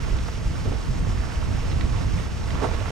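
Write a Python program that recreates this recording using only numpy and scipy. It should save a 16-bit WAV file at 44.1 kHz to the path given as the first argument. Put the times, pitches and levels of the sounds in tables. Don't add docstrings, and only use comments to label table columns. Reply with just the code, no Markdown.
import sys
import numpy as np
from scipy import signal
from scipy.fft import rfft, irfft
from scipy.io import wavfile
from scipy.ndimage import uniform_filter1d

SR = 44100
rng = np.random.default_rng(int(sys.argv[2]) if len(sys.argv) > 2 else 0)


def persist_wave(psi):
    counts = np.round(np.clip(psi, -1, 1) * 32767).astype(np.int16)
    wavfile.write(sys.argv[1], SR, np.atleast_2d(counts).T)


N = 128331
T, HZ = np.arange(N) / SR, np.fft.rfftfreq(N, 1 / SR)

# t/s, level/dB
CHURN = [(0, -31.5), (.17, -32), (.24, -34), (.33, -32), (.42, -34), (.7, -33), (.88, -34), (1.1, -33),
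         (1.22, -32.5), (1.32, -30.5), (1.5, -32.5), (1.72, -30.5), (1.88, -33.5), (1.98, -29),
         (2.08, -33.5), (2.2, -29.5), (2.28, -34), (2.45, -32), (2.53, -30.5), (2.6, -28.5), (2.68, -31),
         (2.74, -28), (2.79, -30), (2.91, -27.5)]
# f/Hz, level/dB
RUSH_SPECTRUM = [(60, 0.5), (250, 0.5), (400, 0.5), (475, 3), (570, 1.5), (700, 0), (1000, -1.1),
                 (1330, -1.7), (1750, -6), (2500, -8), (3300, -12), (4200, -14.5), (6000, -17), (9000, -30),
                 (15000, -44.5)]
# t/s, level/dB, pitch f/Hz, left port gain/dB
SLAPS = [(0.084, -29.5, 800, -8), (.186, -33, 2300, 0), (0.284, -25.5, 720, 3), (.661, -25.5, 330, 5),
         (0.721, -28, 700, 2), (0.733, -26, 360, 4), (1.07, -27, 550, -2), (1.175, -32.5, 1400, -2),
         (1.235, -28, 900, 0), (1.3, -30, 1230, 0), (1.319, -29, 1170, -2), (1.356, -35, 2400, -2),
         (1.428, -33, 1220, 0), (1.582, -30.5, 756, 0), (1.714, -33.5, 2400, 6), (1.809, -25.5, 1800, 2),
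         (1.94, -29, 848, 0), (1.986, -32.5, 1860, -3), (2.505, -27.5, 1700, 3), (2.554, -26, 520, 0),
         (2.575, -28.5, 1240, 0), (2.642, -19, 850, -2), (2.688, -23, 600, 0), (2.713, -24.5, 480, 0),
         (2.803, -32.5, 2300, 1), (2.814, -23, 500, 0), (2.858, -24.5, 1100, 2), (2.881, -24, 846, 2)]
# t/s, level/dB, rise/s, hold/s, pitch factor
PUFFS = [(0.642, -31, 0.012, .035, 0.64), (0.712, -30, 0.0098, 0.012, 0.72), (1.813, -31, .02, 0.032, 0.37),
         (2.555, -31, 0.068, 0.051, 0.96), (2.612, -20.5, 0.014, 0.005, .88),
         (2.63, -22.3, 0.011, .011, 1.08)]
# f/Hz, level/dB
GAS_SPECTRUM = [(100, -10), (280, -1), (480, 5), (700, 1), (1050, -1.3), (1500, -12), (3000, -20.5),
                (6000, -29), (9000, -38), (14000, -68)]
# f/Hz, gain/dB
SHADOW = [(200, -24), (450, -16.5), (700, -20), (1250, -13.5), (2000, -16), (3300, -13), (4200, -20),
          (6000, -6), (9000, 0.5)]
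# f/Hz, phase/rad
PORT_PHASE = [(500, 0), (2000, 0), (3300, 0.13), (4400, 0.98), (5400, 0.77), (8500, 0.92), (10500, 0.23)]
# t/s, level/dB
GUSTS = [(0, -27.5), (.06, -27), (.13, -22.5), (.2, -24.5), (.3, -30), (.41, -28.5), (.49, -25),
         (.6, -29.5), (.66, -22.5), (.73, -25), (.81, -29.5), (.9, -24), (.99, -24.5), (1.04, -22.5),
         (1.13, -23.5), (1.21, -24), (1.27, -28.5), (1.34, -30), (1.38, -24), (1.44, -25.5), (1.5, -22.5),
         (1.6, -26), (1.72, -23), (1.9, -24), (2.17, -23), (2.25, -29), (2.47, -27), (2.55, -23),
         (2.64, -27.5), (2.76, -26), (2.91, -29)]
# f/Hz, level/dB
WIND_SPECTRUM = [(10, -10), (25, -3), (45, 2.2), (70, 0.2), (108, -2.2), (150, -8.2), (215, -13.5),
                 (300, -18.5), (420, -25.5), (700, -40), (2000, -71)]
# f/Hz, correlation/1
WIND_LIKENESS = [(40, 0.5), (110, 0.58), (200, -0.19), (400, -0.4)]
# f/Hz, gain/dB
WIND_LEFT = [(50, -3), (130, -3), (210, -1), (310, -0.5), (500, -1.5)]
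# t/s, peak/dB, pitch f/Hz
THUMPS = [(0.139, -15, 45.2), (0.475, -14.5, 39), (1.03, -17, 108), (1.848, -10.5, 50.4), (2.163, -14, 107),
          (2.543, -15, 105), (2.753, -15, 53.5)]
# f/Hz, level/dB
HISS_SPECTRUM = [(1500, 3), (3000, 1.5), (4000, -3), (5300, 3), (6500, -2.5), (8000, -5.5), (10000, -13),
                 (12500, -17.5), (15500, -18)]
# f/Hz, correlation/1
HISS_LIKENESS = [(3000, 0.77), (5200, 1), (8500, 0.73), (11000, -0.033), (14000, -0.7)]
# t/s, rise/dB
FLARES = [(.17, 3), (.283, 2), (.65, 2.5), (.992, 2), (2.165, 3.5), (2.63, 5.5)]
# f/Hz, level/dB
FAR_SPECTRUM = [(100, 12.5), (450, 6.5), (700, -2), (1250, 0.5), (2000, -2), (3500, -10), (8000, -23),
                (15000, -41)]

RUSH_DB, SURGE_DB, SURGE_HZ = -5.5, 0.5, 28
PATCH_DB, PATCH_HZ, PATCH_S = 1.4, 880, 0.035
BUBBLES_DB, BUBBLES_PER_S, BUBBLE_SPREAD_DB, BUBBLE_CYCLES = -8.5, 1800, 2, 1.08
SLAP_RISE_S, SLAP_DECAY_S, SLAP_OCTAVES = 0.0004, 0.0031, 0.7
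BURST_DECAY_S, RAGGED_DB, RAGGED_HZ = 0.016, 1.5, 90
FLAPS_PER_S, FLAP_DEPTH = 220, 0.38
ECHO_S, ECHO_DB, SCATTER_DB, SCATTER_DECAY_S = 0.0045, -12, -17.5, 0.045
WIND_DB, EDDY_S, THUMP_CYCLES = 2.2, 0.14, 0.33
HISS_DB, HISS_SWELL_DB, HISS_SWELL_HZ, FLARE_S = -45.5, 0.8, 15, 0.0069
FAR_DB = -47
EDGE_HZ, FADE_S = 15750, 0.004


def amp(db):
    return 10 ** (np.asarray(db) / 20)


def unit(x):
    return x / np.sqrt(np.mean(x ** 2) + 1e-20)


def read(points):
    f_hz, value = np.transpose(points)
    return np.interp(np.log(HZ + 1), np.log(f_hz + 1), value)


def level(points):
    return amp(np.interp(T, *np.transpose(points)))


def colour(x, spectrum):
    return unit(irfft(rfft(x) * amp(read(spectrum)), N))


def wander(rate_hz):
    lowpass = (HZ > 2) / (1 + (HZ / rate_hz) ** 4)
    return unit(irfft(rfft(rng.standard_normal(N)) * lowpass, N))


def pair(likeness, phase_rad=0):
    a, b = rfft(rng.standard_normal((2, N)))
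    c = np.clip(read(likeness), -1, 1)
    left = (c * a + np.sqrt(1 - c ** 2) * b) * np.exp(1j * phase_rad)
    return irfft(np.array([left, a]), N)


def rush():
    frame, hop = 512, 128
    z = signal.stft(rng.standard_normal(N), nperseg=frame, noverlap=frame - hop)[2]
    patches = rng.standard_normal(z.shape)
    patches = uniform_filter1d(patches, round(PATCH_HZ * frame / SR), axis=0)
    patches = uniform_filter1d(patches, round(PATCH_S * SR / hop), axis=1)
    patchy = z * amp(PATCH_DB * unit(patches))
    x = signal.istft(patchy, nperseg=frame, noverlap=frame - hop)[1][:N]
    return amp(RUSH_DB) * colour(x, RUSH_SPECTRUM)


def bubbles(count=28):
    out, t = np.zeros(N), T[:SR // 40]
    for hz in np.geomspace(300, 7000, count):
        born = rng.random(N) < BUBBLES_PER_S / count / SR
        size_db = BUBBLE_SPREAD_DB * np.minimum(rng.exponential(1, N), 4)
        size = amp(size_db) * rng.choice([-1, 1], N)
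        age = t * hz / BUBBLE_CYCLES
        ring = age * np.exp(-2 * age) * np.sin(2 * np.pi * hz * t)
        out += hz * signal.oaconvolve(born * size, ring)[:N]
    return amp(BUBBLES_DB) * colour(out, RUSH_SPECTRUM)


def slap(start_s, db, hz):
    age_s = np.maximum(T - start_s, 0)
    band = np.exp(-0.5 * (np.log2((HZ + 1) / hz) / SLAP_OCTAVES) ** 2)
    shape = (1 - np.exp(-age_s / SLAP_RISE_S)) * np.exp(-age_s / SLAP_DECAY_S)
    spray = unit(irfft(rfft(shape * rng.standard_normal(N)) * band, N))
    return amp(db) * spray * shape.std() / shape.max()


def burst(start_s, db, rise_s, hold_s, pitch_factor):
    age_s = np.maximum(T - start_s, 0)
    decay = np.exp(-np.maximum(age_s - rise_s - hold_s, 0) / BURST_DECAY_S)
    shape = np.minimum(age_s / rise_s, 1) * decay
    turns = np.cumsum(FLAPS_PER_S * np.exp(0.35 * wander(FLAPS_PER_S))) / SR
    flaps = unit(np.diff(np.floor(turns), prepend=0))
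    torn = (1 - FLAP_DEPTH) * rng.standard_normal(N) - FLAP_DEPTH * flaps
    gas = shape * amp(RAGGED_DB * wander(RAGGED_HZ)) * torn
    spectrum = np.array(GAS_SPECTRUM) * [pitch_factor, 1]
    return amp(db) * shape.std() * colour(gas, spectrum)


def outdoors(lava):
    left, right = rfft(lava)
    left = left * amp(read(SHADOW)) * np.exp(1j * read(PORT_PHASE))
    left = left + amp(ECHO_DB) * right * np.exp(-2j * np.pi * HZ * ECHO_S)
    direct = irfft(np.array([left, right]), N)
    tail = rng.standard_normal((2, SR // 4)) * np.exp(-T[:SR // 4] / SCATTER_DECAY_S)
    tail /= np.linalg.norm(tail, axis=1, keepdims=True)
    scatter = signal.fftconvolve(lava[1:], tail, axes=1)[:, :N]
    return direct + amp(SCATTER_DB) * scatter


def wind():
    eddies = colour(pair(WIND_LIKENESS), WIND_SPECTRUM)
    power = uniform_filter1d((eddies ** 2).mean(0), size=round(EDDY_S * SR))
    roll = unit(eddies / np.sqrt(power)) * level(GUSTS) * amp(WIND_DB)
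    left, right = roll + sum(thump(*row) for row in THUMPS)
    return np.array([irfft(rfft(left) * amp(read(WIND_LEFT)), N), right])


def thump(centre_s, db, hz):
    cycles = (T - centre_s) * hz
    swing = np.cos(2 * np.pi * (cycles + rng.random()))
    return amp(db) * np.exp(-0.5 * (cycles / THUMP_CYCLES) ** 2) * swing


def hiss():
    swell_db = HISS_SWELL_DB * wander(HISS_SWELL_HZ)
    flares_db = sum(db * np.exp(-0.5 * ((T - s) / FLARE_S) ** 2) for s, db in FLARES)
    noise = colour(pair(HISS_LIKENESS, read(PORT_PHASE)), HISS_SPECTRUM)
    return amp(HISS_DB + swell_db + flares_db) * noise


def far_river():
    return amp(FAR_DB) * colour(rng.standard_normal((2, N)), FAR_SPECTRUM)


def scene():
    river = (rush() + bubbles()) * level(CHURN) * amp(SURGE_DB * wander(SURGE_HZ))
    clots = sum(slap(s, db, hz) * amp([[left_db], [0]]) for s, db, hz, left_db in SLAPS)
    pockets = sum(burst(*row) for row in PUFFS)
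    return outdoors(river + pockets + clots) + far_river() + wind() + hiss()


def record(dry):
    ends = np.minimum(np.minimum(T, T[::-1]) / FADE_S, 1)
    lowpass = signal.firwin(511, EDGE_HZ, window=("kaiser", 9), fs=SR)
    return signal.oaconvolve(dry * ends, lowpass[None], "same")


dry = scene()
out = record(dry)
persist_wave(out)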